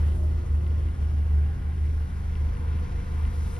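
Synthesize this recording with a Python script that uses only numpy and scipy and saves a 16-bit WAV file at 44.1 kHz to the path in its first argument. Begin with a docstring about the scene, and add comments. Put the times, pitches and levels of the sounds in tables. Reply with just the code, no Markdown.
"""A four-cylinder engine idles with its bonnet open, heard by a phone that moves in the driver's seat.
From the start, tones at multiples of the firing rate hum, uneven firings ring the exhaust and cabin, steady
tones beat against them, and fan, intake and valve gear whirr and tap; faint chinks fall at 0.07 and 0.67 s.
From 0.6 to 2.8 s the phone passes from dash top to wheel, so the balance of tones and resonances shifts;
two more chinks come at 2.57 and 2.80 s, a heavy firing thumps at 3.27 s, then the treble of the whirr rises."""
import sys
import numpy as np
from scipy import signal
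from scipy.fft import rfft, irfft, next_fast_len
from scipy.io import wavfile
from scipy.ndimage import uniform_filter1d

SR = 44100
rng = np.random.default_rng(int(sys.argv[2]) if len(sys.argv) > 2 else 0)


def to_wav(s):
    """Save 16-bit WAV."""
    ch = np.atleast_2d(s).T  # columns
    pcm = np.round(np.clip(ch, -1, 1) * 32767)  # PCM
    wavfile.write(sys.argv[1], SR, pcm.astype(np.int16))


N = 158319


def undb(db):
    """dB to gain."""
    return 10 ** (np.asarray(db) / 20)


def level(x, rms_db):
    """Scales x to an rms level."""
    return x * undb(rms_db) / np.sqrt(np.mean(x ** 2))


def curve(table, col=1):
    """A table column as a line over time."""
    rows = np.array(table, float)
    return np.interp(np.arange(N) / SR, rows[:, 0], rows[:, col])


def on_log(hz, table, col=1):
    """A table column read on a log-frequency axis."""
    rows = np.array(table, float)
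    return np.interp(np.log(np.maximum(hz, 1)), np.log(rows[:, 0]), rows[:, col])


def walk(rate_hz):
    """Random levels held 1 / rate_hz s and slewed twice; spread near 1."""
    hold = int(SR / rate_hz)
    steps = np.repeat(rng.standard_normal(N // hold + 1), hold)
    return 1.583 * uniform_filter1d(uniform_filter1d(steps, hold), hold)[:N]


def resonate(x, hz, width_hz):
    """A resonance applied twice."""
    b, a = signal.iirpeak(hz, hz / width_hz, fs=SR)
    return signal.lfilter(b, a, signal.lfilter(b, a, x))


# Times at which the phone is at dash top, mid-way and wheel: (time [s])
PHONE_PLACES_S = [.6, 1.5, 2.8]


def fading(dash_db, wheel_db):
    """A level that passes in dB from the phone's first place to its last."""
    return np.interp(np.arange(N) / SR, PHONE_PLACES_S[::2], [dash_db, wheel_db])


# Idle speed: (time [s], firing rate [Hz])
FIRING_RATE = [(0.15, 25.27), (0.33, 25.74), (0.51, 25.19), (0.69, 25.16), (0.87, 25.51), (1.05, 25.12),
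               (1.23, 24.74), (1.41, 25.02), (1.59, 25.66), (1.77, 25.1), (1.95, 25.55), (2.13, 25.49),
               (2.31, 25.27), (2.49, 25.26), (2.67, 25.48), (2.85, 26.03), (3.03, 25.62), (3.21, 25.51),
               (3.39, 25.56)]


def firing_count():
    """Firings since the start: the integral of the firing rate."""
    return np.cumsum(curve(FIRING_RATE)) / SR


# Cabin boom on the third order: (time [s], level [dB rms])
CABIN_BOOM = [(0.05, -20), (0.11, -22), (0.17, -28), (0.25, -22), (0.4, -26), (0.45, -34), (0.51, -23),
              (0.54, -20), (0.63, -26), (0.7, -23), (0.89, -25), (0.96, -37), (0.99, -27), (1.03, -23),
              (1.11, -25), (1.18, -22), (1.26, -24), (1.36, -19), (1.46, -22), (1.53, -28), (1.6, -40),
              (1.64, -29), (1.68, -26), (1.75, -29), (1.83, -23), (2.03, -26), (2.05, -28), (2.09, -40),
              (2.13, -31), (2.29, -28), (2.35, -31), (2.4, -23), (2.45, -23), (2.55, -34), (2.7, -24),
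              (2.81, -27), (2.86, -31), (2.9, -43), (2.93, -30), (2.97, -28), (3.05, -38), (3.12, -28),
              (3.25, -24), (3.32, -33), (3.38, -25), (3.48, -29), (3.52, -37), (3.58, -31)]
# Firing orders: (multiple of firing rate, level at dash top [dB rms], level at wheel [dB rms])
FIRING_ORDERS = [(1, -40, -39), (1.5, -51, -61), (2, -38, -37), (2.25, -47, -54), (2.75, -47, -47),
                 (3.5, -52, -57), (4, -42, -46), (4.5, -45, -53), (5, -47, -44), (5.25, -49, -55),
                 (6, -52, -58), (7, -49, -48), (8, -63, -61), (10, -58, -64), (11, -59, -63)]
BOOM_DRAG, BOOM_WANDER_RAD, ORDER_WAVER_DB = 1, .08, 1.3


def orders(firings):
    """Tones locked to the firings; the cabin, tuned just under the third, pulls its swells flat."""
    swell = undb(curve(CABIN_BOOM))
    # Hilbert phase: pitch sags while loud, slips ahead at each dip
    log_swell = np.pad(np.log(swell), N // 2, "reflect")
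    drag = -BOOM_DRAG * signal.hilbert(log_swell).imag[N // 2:][:N]
    phase = 2 * np.pi * 3 * firings + drag + BOOM_WANDER_RAD * walk(6)
    out = np.sqrt(2) * swell * np.sin(phase)
    for multiple, dash_db, wheel_db in FIRING_ORDERS:
        gain = undb(fading(dash_db, wheel_db) + ORDER_WAVER_DB * walk(8.8))
        out = out + np.sqrt(2) * gain * np.sin(2 * np.pi * (multiple * firings + rng.random()))
    return out


# Exhaust and cabin resonances: (frequency [Hz], width [Hz], level [dB rms])
PIPE_CABIN_RINGS = [(46.5, 4.4, -40), (87.6, 29, -48.5), (101.2, 15, -50.5), (138.7, 26, -48),
                    (163, 15, -60.5)]


def uneven_firings(firings):
    """Each firing is stronger or weaker than the mean; the unevenness rings pipe and cabin."""
    strength = rng.uniform(-1, 1, 200)[firings.astype(int)]
    pulses = np.diff(np.floor(firings), prepend=0) * strength
    return sum(level(resonate(pulses, hz, width_hz), db) for hz, width_hz, db in PIPE_CABIN_RINGS)


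THUMP_S, THUMP_PEAK_DB, THUMP_HZ, THUMP_WIDTH_S = 3.27, -23.5, 50, .04  # width: centre to 1/e


def thump():
    """One heavy firing: a low tone under a Gaussian envelope."""
    late = np.arange(N) / SR - THUMP_S
    envelope = undb(THUMP_PEAK_DB) * np.exp(-(late / THUMP_WIDTH_S) ** 2)
    return envelope * np.cos(2 * np.pi * THUMP_HZ * late)


# Steady hum, perhaps a pump: (frequency [Hz], level at dash top [dB rms], level at wheel [dB rms])
STEADY_HUM = [(45, -45, -42), (90, -49, -52), (134, -53, -56), (355.5, -57, -68)]
HUM_WAVER_DB = 1.0


def hum():
    """Tones of fixed pitch that do not follow the engine; their levels waver."""
    t = np.arange(N) / SR
    out = 0
    for hz, dash_db, wheel_db in STEADY_HUM:
        gain = undb(fading(dash_db, wheel_db) + HUM_WAVER_DB * walk(2))
        out = out + np.sqrt(2) * gain * np.sin(2 * np.pi * hz * t)
    return out


# Whirr common to both ports, shape before overall scaling: (frequency [Hz], relative density [dB])
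WHIRR_MID = [(120, -13), (200, 0.5), (306, -8), (347, -7), (421, -8.5), (477, -10), (657, -19), (1020, -18),
             (1270, -21.5), (2040, -21.5), (2580, -27), (5620, -36), (7210, -46), (10500, -35),
             (13900, -52)]
# Whirr difference between the ports, likewise: (frequency [Hz], relative density [dB])
WHIRR_DIFFERENCE = [(88, -45), (150, -3), (181, -0.5), (211, -4.5), (308, -14.5), (468, -9), (587, -19),
                    (1460, -17), (2210, -31), (4460, -39), (7720, -34.5), (9880, -40.5), (10900, -63),
                    (12200, -54.5), (13900, -37)]
# Shares of the difference: (frequency [Hz], share leaning left [-], share lagging between ports [-])
PORT_SHARES = [(147, .5, .5), (250, 0.2, 0.62), (500, 0.36, 0.73), (1000, 0.054, 0.6), (2000, 0.1, 0.31),
               (4000, 0.33, 0.66), (7900, .02, .75), (13000, .02, 0.66)]
# Whirr as the phone turns, used about each column's mean: (time [s], level at 150-400 Hz [dB],
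# 400-900 Hz [dB], 900-3000 Hz [dB], 3000-7000 Hz [dB], above [dB])
PHONE_TURN = [(0.05, -43, -48.5, -51, -61.5, -68.5), (0.18, -41, -50, -56, -63.5, -67),
              (0.31, -44.5, -51.5, -54.5, -64, -71.5), (1.75, -46, -55, -56, -66, -73.5),
              (2.18, -47, -56, -55.5, -63, -71), (2.85, -43.5, -52.5, -52, -63, -72),
              (2.97, -44.5, -53.5, -52, -63, -71.5), (3.49, -43, -54.5, -53, -58.5, -65),
              (3.54, -45.5, -52.5, -52.5, -58.5, -64.5)]
MID_SPECTRUM_DB, SIDE_SPECTRUM_DB = -49.5, -51  # before the bay resonances
TICKS_PER_S, TICKS_RE_UNIT_NOISE_DB = 500, -16
PUFF_DB, VALVE_DB = .5, .35
FLICKER_DB, FLICKER_HZ = .8, 12


def whirr(firings):
    """Air noise and metal ticks, pulsing with firings and valves, flickering band by band."""
    size = next_fast_len(N)
    hz = np.arange(size // 2 + 1) * SR / size
    ticks = (rng.random(N) < TICKS_PER_S / SR) * rng.standard_normal(N)
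    puff_db = PUFF_DB * np.cos(2 * np.pi * firings)
    valve_db = VALVE_DB * np.cos(np.pi * firings) * walk(3.17)
    beat = undb(puff_db + valve_db)
    shared = rfft(beat * (rng.standard_normal(N) + level(ticks, TICKS_RE_UNIT_NOISE_DB)), size)
    separate = rfft(beat * rng.standard_normal(N), size)

    lean, lag = on_log(hz, PORT_SHARES, col=1), on_log(hz, PORT_SHARES, col=2)
    free = np.sqrt(1 - lean ** 2 - lag ** 2)
    mid = shared * undb(on_log(hz, WHIRR_MID))
    side = ((lean + 1j * lag) * shared + free * separate) * undb(on_log(hz, WHIRR_DIFFERENCE))
    mid = level(mid.view(float), MID_SPECTRUM_DB).view(complex)
    side = level(side.view(float), SIDE_SPECTRUM_DB).view(complex)
    pair = bay_resonances(np.array([mid, side]) * np.sqrt(size), hz, size)

    turn_db = [curve(PHONE_TURN, col=c) for c in (1, 2, 3, 4, 5)]
    turn_db = [c - c.mean() for c in turn_db]
    out = 0
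    for step in range(15):  # overlapping half-octave bands from 125 Hz
        offset = 2 * np.log2(np.maximum(hz, 1) / 125) - step
        band = irfft(pair * np.clip(1 - abs(offset), 0, 1), size)[:, :N]
        region_db = turn_db[(step > 3) + (step > 5) + (step > 9) + (step > 11)]
        out = out + band * undb(region_db + FLICKER_DB * walk(FLICKER_HZ))
    return out


# Bay and cabin resonances: (frequency [Hz], width [Hz], lift at dash top [dB], mid-way [dB], at wheel [dB])
BAY_CABIN = [(221.6, 9.4, -5.5, -4.5, -2.5), (352.5, 50, 4.5, 0.5, -3), (520, 34, -2.5, -4.5, 0),
             (434, 18, -7.5, -1, -3.5), (390, 8.4, -1, -0.5, -3), (478, 37, -0.5, 1.5, 7.5),
             (617.4, 12, 9.5, 4.5, -11), (706, 45, 2.5, 5, 6.5), (791, 37, 2, 10, -3.5),
             (920, 150, 0, -1, 3.5), (1021, 38, -1, 1.5, 4.5), (1210, 64, 3, 1.5, 2.5),
             (1428, 68, 3.5, 3.5, 6), (1660, 72, -4, 7, -4), (2084, 37, -4, 0, 3.5), (2290, 71, -2, 4.5, 4),
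             (2820, 38, -7, 8.5, -7), (5790, 710, 3.5, 2.5, 3.5)]
PANEL_DB, PANEL_WIDTH_HZ, PANEL_FULL_HZ = 2., 18, 2000  # many small modes, growing up to full_hz


def bay_resonances(spectra, hz, size):
    """Bay, cabin and panel modes colour the whirr, crossfading between the phone's places."""
    t = np.arange(size) / SR
    out = 0
    for place in range(3):
        lift_db = sum(row[2 + place] / (1 + (2 * (hz - row[0]) / row[1]) ** 2) for row in BAY_CABIN)
        modes = np.interp(hz / PANEL_WIDTH_HZ, np.arange(2000), rng.standard_normal(2000))
        lift_db = lift_db + PANEL_DB * np.minimum(hz / PANEL_FULL_HZ, 1) * modes
        presence = np.interp(t, PHONE_PLACES_S, np.eye(3)[place])
        out = out + irfft(spectra * undb(lift_db), size) * presence
    return rfft(out)


# Valve cover modes: (frequency [Hz], width [Hz], relative level [dB])
VALVE_COVER = [(480, 30, -3), (1045, 40, -1), (1420, 60, -4), (2050, 90, -1), (2800, 900, -2)]
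TAPPET_RMS_DB, TAPPET_SCATTER_DB = -63.5, 5  # rms before growth
TAPPET_GROWTH = 1.3  # dB per dB of the 900-3000 Hz whirr


def tappets(firings):
    """Two valve taps a firing, uneven in strength and timing, ring the cover; level follows the turn."""
    count = np.floor(2 * firings + .1 * walk(20))
    strength = undb(TAPPET_SCATTER_DB * rng.standard_normal(400))
    taps = (np.diff(count, prepend=0) > 0) * strength[count.astype(int)]
    rung = sum(level(resonate(taps, hz, width_hz), db) for hz, width_hz, db in VALVE_COVER)
    turn_db = curve(PHONE_TURN, col=3)
    return level(rung, TAPPET_RMS_DB) * undb(TAPPET_GROWTH * (turn_db - turn_db.mean()))


# Faint high chinks: (time [s], peak level before the port mix [dB], frequency [Hz])
METAL_CHINKS = [(0.0732, -61, 9800), (0.6744, -59, 9500), (2.5716, -61, 9060), (2.799, -61, 10700)]
CHINK_T60_S = 0.063


def chinks():
    """Short high metal rings: exponentially decaying sines."""
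    t = np.arange(N) / SR
    out = 0
    for start_s, peak_db, hz in METAL_CHINKS:
        late = t - start_s
        decay = undb(peak_db - 60 * np.maximum(late, 0) / CHINK_T60_S)
        out = out + (late > 0) * decay * np.sin(2 * np.pi * hz * late)
    return out


BASS_SIDE_DB, BASS_LEAN, UPPER_LEAN = -22, -.04, 0.17


def scene():
    """Sums the sources as mid and side: bass nearly alike at both ports, whirr wide."""
    firings = firing_count()
    bass = orders(firings) + uneven_firings(firings) + thump() + hum()
    upper = signal.sosfiltfilt(signal.butter(3, 100, "high", fs=SR, output="sos"), bass)
    metal = tappets(firings) + chinks()
    mid, side = whirr(firings) + metal * np.array([[1], [.5]])  # metal leans left
    delayed = np.roll(bass, 150)  # samples
    side = side + BASS_LEAN * bass + UPPER_LEAN * upper + undb(BASS_SIDE_DB) * delayed
    return np.array([mid + bass + side, mid + bass - side])


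BOTTOM_HZ, TOP_HZ = 18, 13900


def record(dry):
    """The phone cuts the deepest bass and the top."""
    low_cut = signal.sosfilt(signal.butter(4, BOTTOM_HZ, "high", fs=SR, output="sos"), dry)
    return signal.sosfilt(signal.ellip(8, .2, 70, TOP_HZ, fs=SR, output="sos"), low_cut)


dry = scene()
out = record(dry)
to_wav(out)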